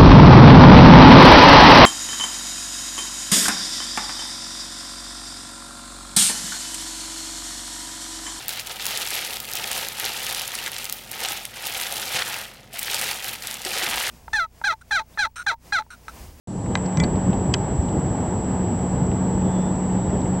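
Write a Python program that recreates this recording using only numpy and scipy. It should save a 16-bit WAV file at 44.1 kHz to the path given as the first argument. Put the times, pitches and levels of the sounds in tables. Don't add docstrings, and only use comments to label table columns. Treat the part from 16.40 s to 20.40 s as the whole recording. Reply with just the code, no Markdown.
import sys
import numpy as np
from scipy.fft import rfft, irfft, next_fast_len
from scipy.io import wavfile
from scipy.ndimage import map_coordinates

SR = 44100
rng = np.random.default_rng(int(sys.argv[2]) if len(sys.argv) > 2 else 0)


def output_pcm(signal):
    pcm = np.clip(np.atleast_2d(signal).T, -1, 1) * 32767
    wavfile.write(sys.argv[1], SR, np.round(pcm).astype(np.int16))


N = 176400
T = np.arange(N) / SR
RING_T = np.arange(SR // 4) / SR


def amp(db):
    return 10 ** (np.asarray(db) / 20)


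def unit(x):
    return x / np.sqrt(np.mean(x ** 2) + 1e-20)


def curve(rows):
    return np.interp(T, *np.transpose(rows))


def wobble(rate):
    return map_coordinates(rng.standard_normal(8192), [T * rate], mode="wrap")


def tone(pitch_hz):
    return np.sin(2 * np.pi * np.cumsum(pitch_hz) / SR)


def filtered(x, response):
    size = next_fast_len(N + 8192)
    return irfft(rfft(x, size) * response(np.fft.rfftfreq(size, 1 / SR)), size)[:N]


def noise(spectrum):
    hz, db = np.transpose(spectrum)

    def response(f):
        return amp(np.interp(np.log(f + 1), np.log(hz), db, left=-120, right=-120))
    return unit(filtered(rng.standard_normal(N), response))


def band(hz, octaves):
    white = rng.standard_normal(N)
    return unit(filtered(white, lambda f: np.exp(-(np.log2((f + 1) / hz) / octaves) ** 2)))


def add(track, s, sound):
    part = track[round(s * SR):][:len(sound)]
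    part += sound[:len(part)]


def ring(modes, scatter_db=1):
    out = np.zeros(len(RING_T))
    for k, (hz, db, t60) in enumerate(modes):
        decay = amp(db + scatter_db * rng.standard_normal() - 60 * RING_T / t60)
        out += (-1) ** k * decay * np.sin(2 * np.pi * hz * RING_T)
    return out


def blows(contacts, modes, crack_db, crack_t60_s):
    out = np.zeros(N)
    for s, db in contacts:
        crack = amp(crack_db - 60 * RING_T / crack_t60_s) * rng.standard_normal(len(RING_T))
        add(out, s, amp(db) * (ring(modes) + crack))
    return out


def wind_and_engines(lumps_db=1.3, wash_db=-33, flutter_db=0.98):
    # t/s, level/dB
    rumble_level = [(0.3, -22), (0.5, -28), (0.63, -19), (0.8, -24.5), (1.08, -21), (1.3, -25), (1.56, -22),
                    (1.7, -23.5), (2.3, -23), (2.5, -24), (2.95, -22.5), (3.5, -24.5), (3.75, -22),
                    (4.0, -23.5)]
    # f/Hz, relative density/dB
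    rumble_spectrum = [(15, -31), (30, -10), (50, -4), (75, -0.5), (130, 2), (185, -.5), (260, -2.5),
                       (350, -7), (500, -12.5), (750, -17.5), (1200, -28), (2500, -70)]
    wash_spectrum = [(150, -6.5), (400, -2), (650, -3), (880, 1.5), (1050, -8.5), (1300, -14.5),
                     (1650, -16), (2000, -19), (2400, -25.5), (3200, -25), (4000, -36.5), (6000, -44)]
    rumble = unit(noise(rumble_spectrum) * amp(lumps_db * wobble(21.94)))
    wash = noise(wash_spectrum) * amp(wash_db + flutter_db * wobble(14))
    return rumble * amp(curve(rumble_level)) + wash


def engine_hum(hz=185.1, wander_hz=0.77, waver_db=1):
    # t/s, level/dB
    hum_level = [(0.3, -27.5), (0.9, -29.5), (1.4, -31.5), (2.0, -29.5), (2.5, -26.5), (2.9, -24.5),
                 (3.4, -25.5), (4.0, -27)]
    hum = np.sqrt(2) * tone(hz + wander_hz * wobble(9))
    return hum * amp(curve(hum_level) + waver_db * wobble(10))


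def camera_whine(picture_hz=28.94, first_tick_s=0.0075, tick_s=0.0017, swing_hz=4, jitter_hz=7):
    # t/s, f/Hz
    drift = [(0, 7702), (1.36, 7703), (1.38, 7694), (2.3, 7696), (3.0, 7702), (4.0, 7697)]
    # f/Hz, relative density/dB
    tick_spectrum = [(2500, -23), (5000, -10), (5800, 5), (7500, -7), (8300, -15), (11000, -31)]
    pictures = (T - first_tick_s) * picture_hz
    pitch = curve(drift) + swing_hz * np.cos(2 * np.pi * pictures) + jitter_hz * wobble(250)
    main_whine = amp(-39.5) * tone(pitch)
    upper_whine = amp(-51) * np.sin(2 * np.pi * 7864 * T)
    since_tick = (pictures % 1) / picture_hz
    ticks = amp(-48 + 2 * wobble(4.2)) * noise(tick_spectrum) * np.exp(-since_tick / tick_s)
    return np.sqrt(2) * (main_whine + upper_whine) + ticks


def mooring_taps(t60_s=0.026):
    # t/s, level/dB, centre f/Hz
    taps = [(0.2602, -35, 2190), (0.457, -38, 1900), (0.461, -41, 4400), (0.7577, -39, 3250),
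            (0.9303, -34.5, 2970), (1.4864, -39, 2800), (2.7162, -41, 2600), (3.02, -42, 2360),
            (3.8177, -42, 3280), (3.8581, -39, 2100)]
    return sum(band(hz, octaves=0.52) * (T >= s) * amp(db - 60 * np.abs(T - s) / t60_s)
               for s, db, hz in taps)


def knocks():
    # t/s, level/dB
    contacts = [(0.3537, -14), (0.3736, -33), (0.5722, -29.5), (0.6385, -28.5), (0.6440, -30),
                (1.1400, -25), (1.1452, -24)]
    # f/Hz, level/dB, t60/s
    body_modes = [(600, -12, 0.024), (970, 3.5, 0.015), (1340, 2.5, 0.0079), (1627, -1, 0.024),
                  (2040, -4, 0.034), (2420, -6.5, 0.024), (2930, -4.5, 0.0097), (3140, -8, 0.019),
                  (3900, -2, 0.012), (4730, -11.5, 0.017), (6100, -3.5, 0.0042), (7000, -17, .006)]
    return blows(contacts, body_modes, crack_db=-17.5, crack_t60_s=0.006)


def snaps():
    # t/s, level/dB
    contacts = [(0.5722, -34), (0.6002, -26), (1.1384, -19), (1.1399, -10), (1.1426, -15.5)]
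    # f/Hz, level/dB, t60/s
    shell_modes = [(1880, -19.5, 0.028), (2500, -11, 0.027), (3050, -2.5, 0.015), (3360, -7.5, 0.011),
                   (4300, -6.5, 0.0087), (4970, -1.5, 0.0087), (5760, -11, .012), (6300, -9.5, .01),
                   (7460, -7.5, 0.009), (8330, -11.5, 0.0093)]
    return blows(contacts, shell_modes, crack_db=-18.5, crack_t60_s=0.008)


def clinks(flat_fraction=0.12, settle_s=0.001):
    # t/s, ring level/dB, ping f/Hz, ping level/dB, ping t60/s
    touches = [(0.5725, -38, 6170, -20.5, .013), (0.6004, -26, 3460, -22, 0.032),
               (0.6012, -44, 7000, -24, .028), (0.6368, -35, 4544, -21.5, 0.037)]
    # f/Hz, level/dB, t60/s
    fitting_modes = [(1440, -8.5, .09), (1770, -7, .025), (2020, 1.5, 0.14), (2320, -4.5, 0.2),
                     (4650, -6, .012), (5750, 2, 0.014), (8250, -9, .016), (9100, -12, 0.015)]
    out = np.zeros(N)
    for s, ring_db, hz, ping_db, t60 in touches:
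        pitch = hz * (1 - flat_fraction * np.exp(-RING_T / settle_s))
        ping = amp(ping_db - 60 * RING_T / t60) * tone(pitch)
        add(out, s, ping + amp(ring_db) * ring(fitting_modes))
    return out


def wind_puffs():
    # t/s, level/dB, centre f/Hz, half-length/s
    puffs = [(0.585, -20.5, 121, 0.013), (0.891, -17.5, 167, .012), (1.025, -26, 335, 0.013),
             (1.39, -18.5, 76, 0.022), (1.564, -20, 222, .02), (2.623, -17, 150, 0.013),
             (3.742, -28.5, 424, .04)]
    return sum(amp(db) * band(hz, octaves=0.81) * np.exp(-((T - s) / half_s) ** 2)
               for s, db, hz, half_s in puffs)


def bird_chirps(upturn_hz=200, blur_hz=85.5):
    # t/s, length/s, f/Hz, level/dB
    notes = [(3.027, 0.3, 3460, -51), (3.558, 0.13, 3720, -56)]
    out = np.zeros(N)
    for s, length, hz, db in notes:
        progress = np.clip((T - s) / length, 0, 1)
        pitch = hz + upturn_hz * progress ** 6 + blur_hz * wobble(500)
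        arch = np.sqrt(np.abs(np.sin(np.pi * progress)))
        out += amp(db) * arch * tone(pitch)
    return out


def scene():
    steady = wind_and_engines() + engine_hum() + camera_whine()
    events = mooring_taps() + knocks() + snaps() + clinks() + wind_puffs() + bird_chirps()
    return (steady + events)[None]


def record(dry):
    # f/Hz, relative density/dB
    hiss_spectrum = [(1000, -6), (4500, 1), (5300, -1), (5750, 3), (6200, -0.5), (7100, 3), (7600, 3.5),
                     (8200, 0.5), (9000, -2), (10400, -1.5), (12500, 5)]
    start_s, start_db, fade_s = 0.073, -11.5, 0.32
    roll_off_hz, top_hz = 10830, 12170
    fade = amp(start_db * np.clip(1 - (T - start_s) / fade_s, 0, 1))
    unmute = np.clip((T - start_s) / 0.0014, 0, 1)
    sound = unmute * (dry[0] * fade + amp(-53) * noise(hiss_spectrum))
    return filtered(sound, lambda hz: (hz < top_hz) / (1 + (hz / roll_off_hz) ** 29))[None]


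dry = scene()
out = record(dry)
output_pcm(out)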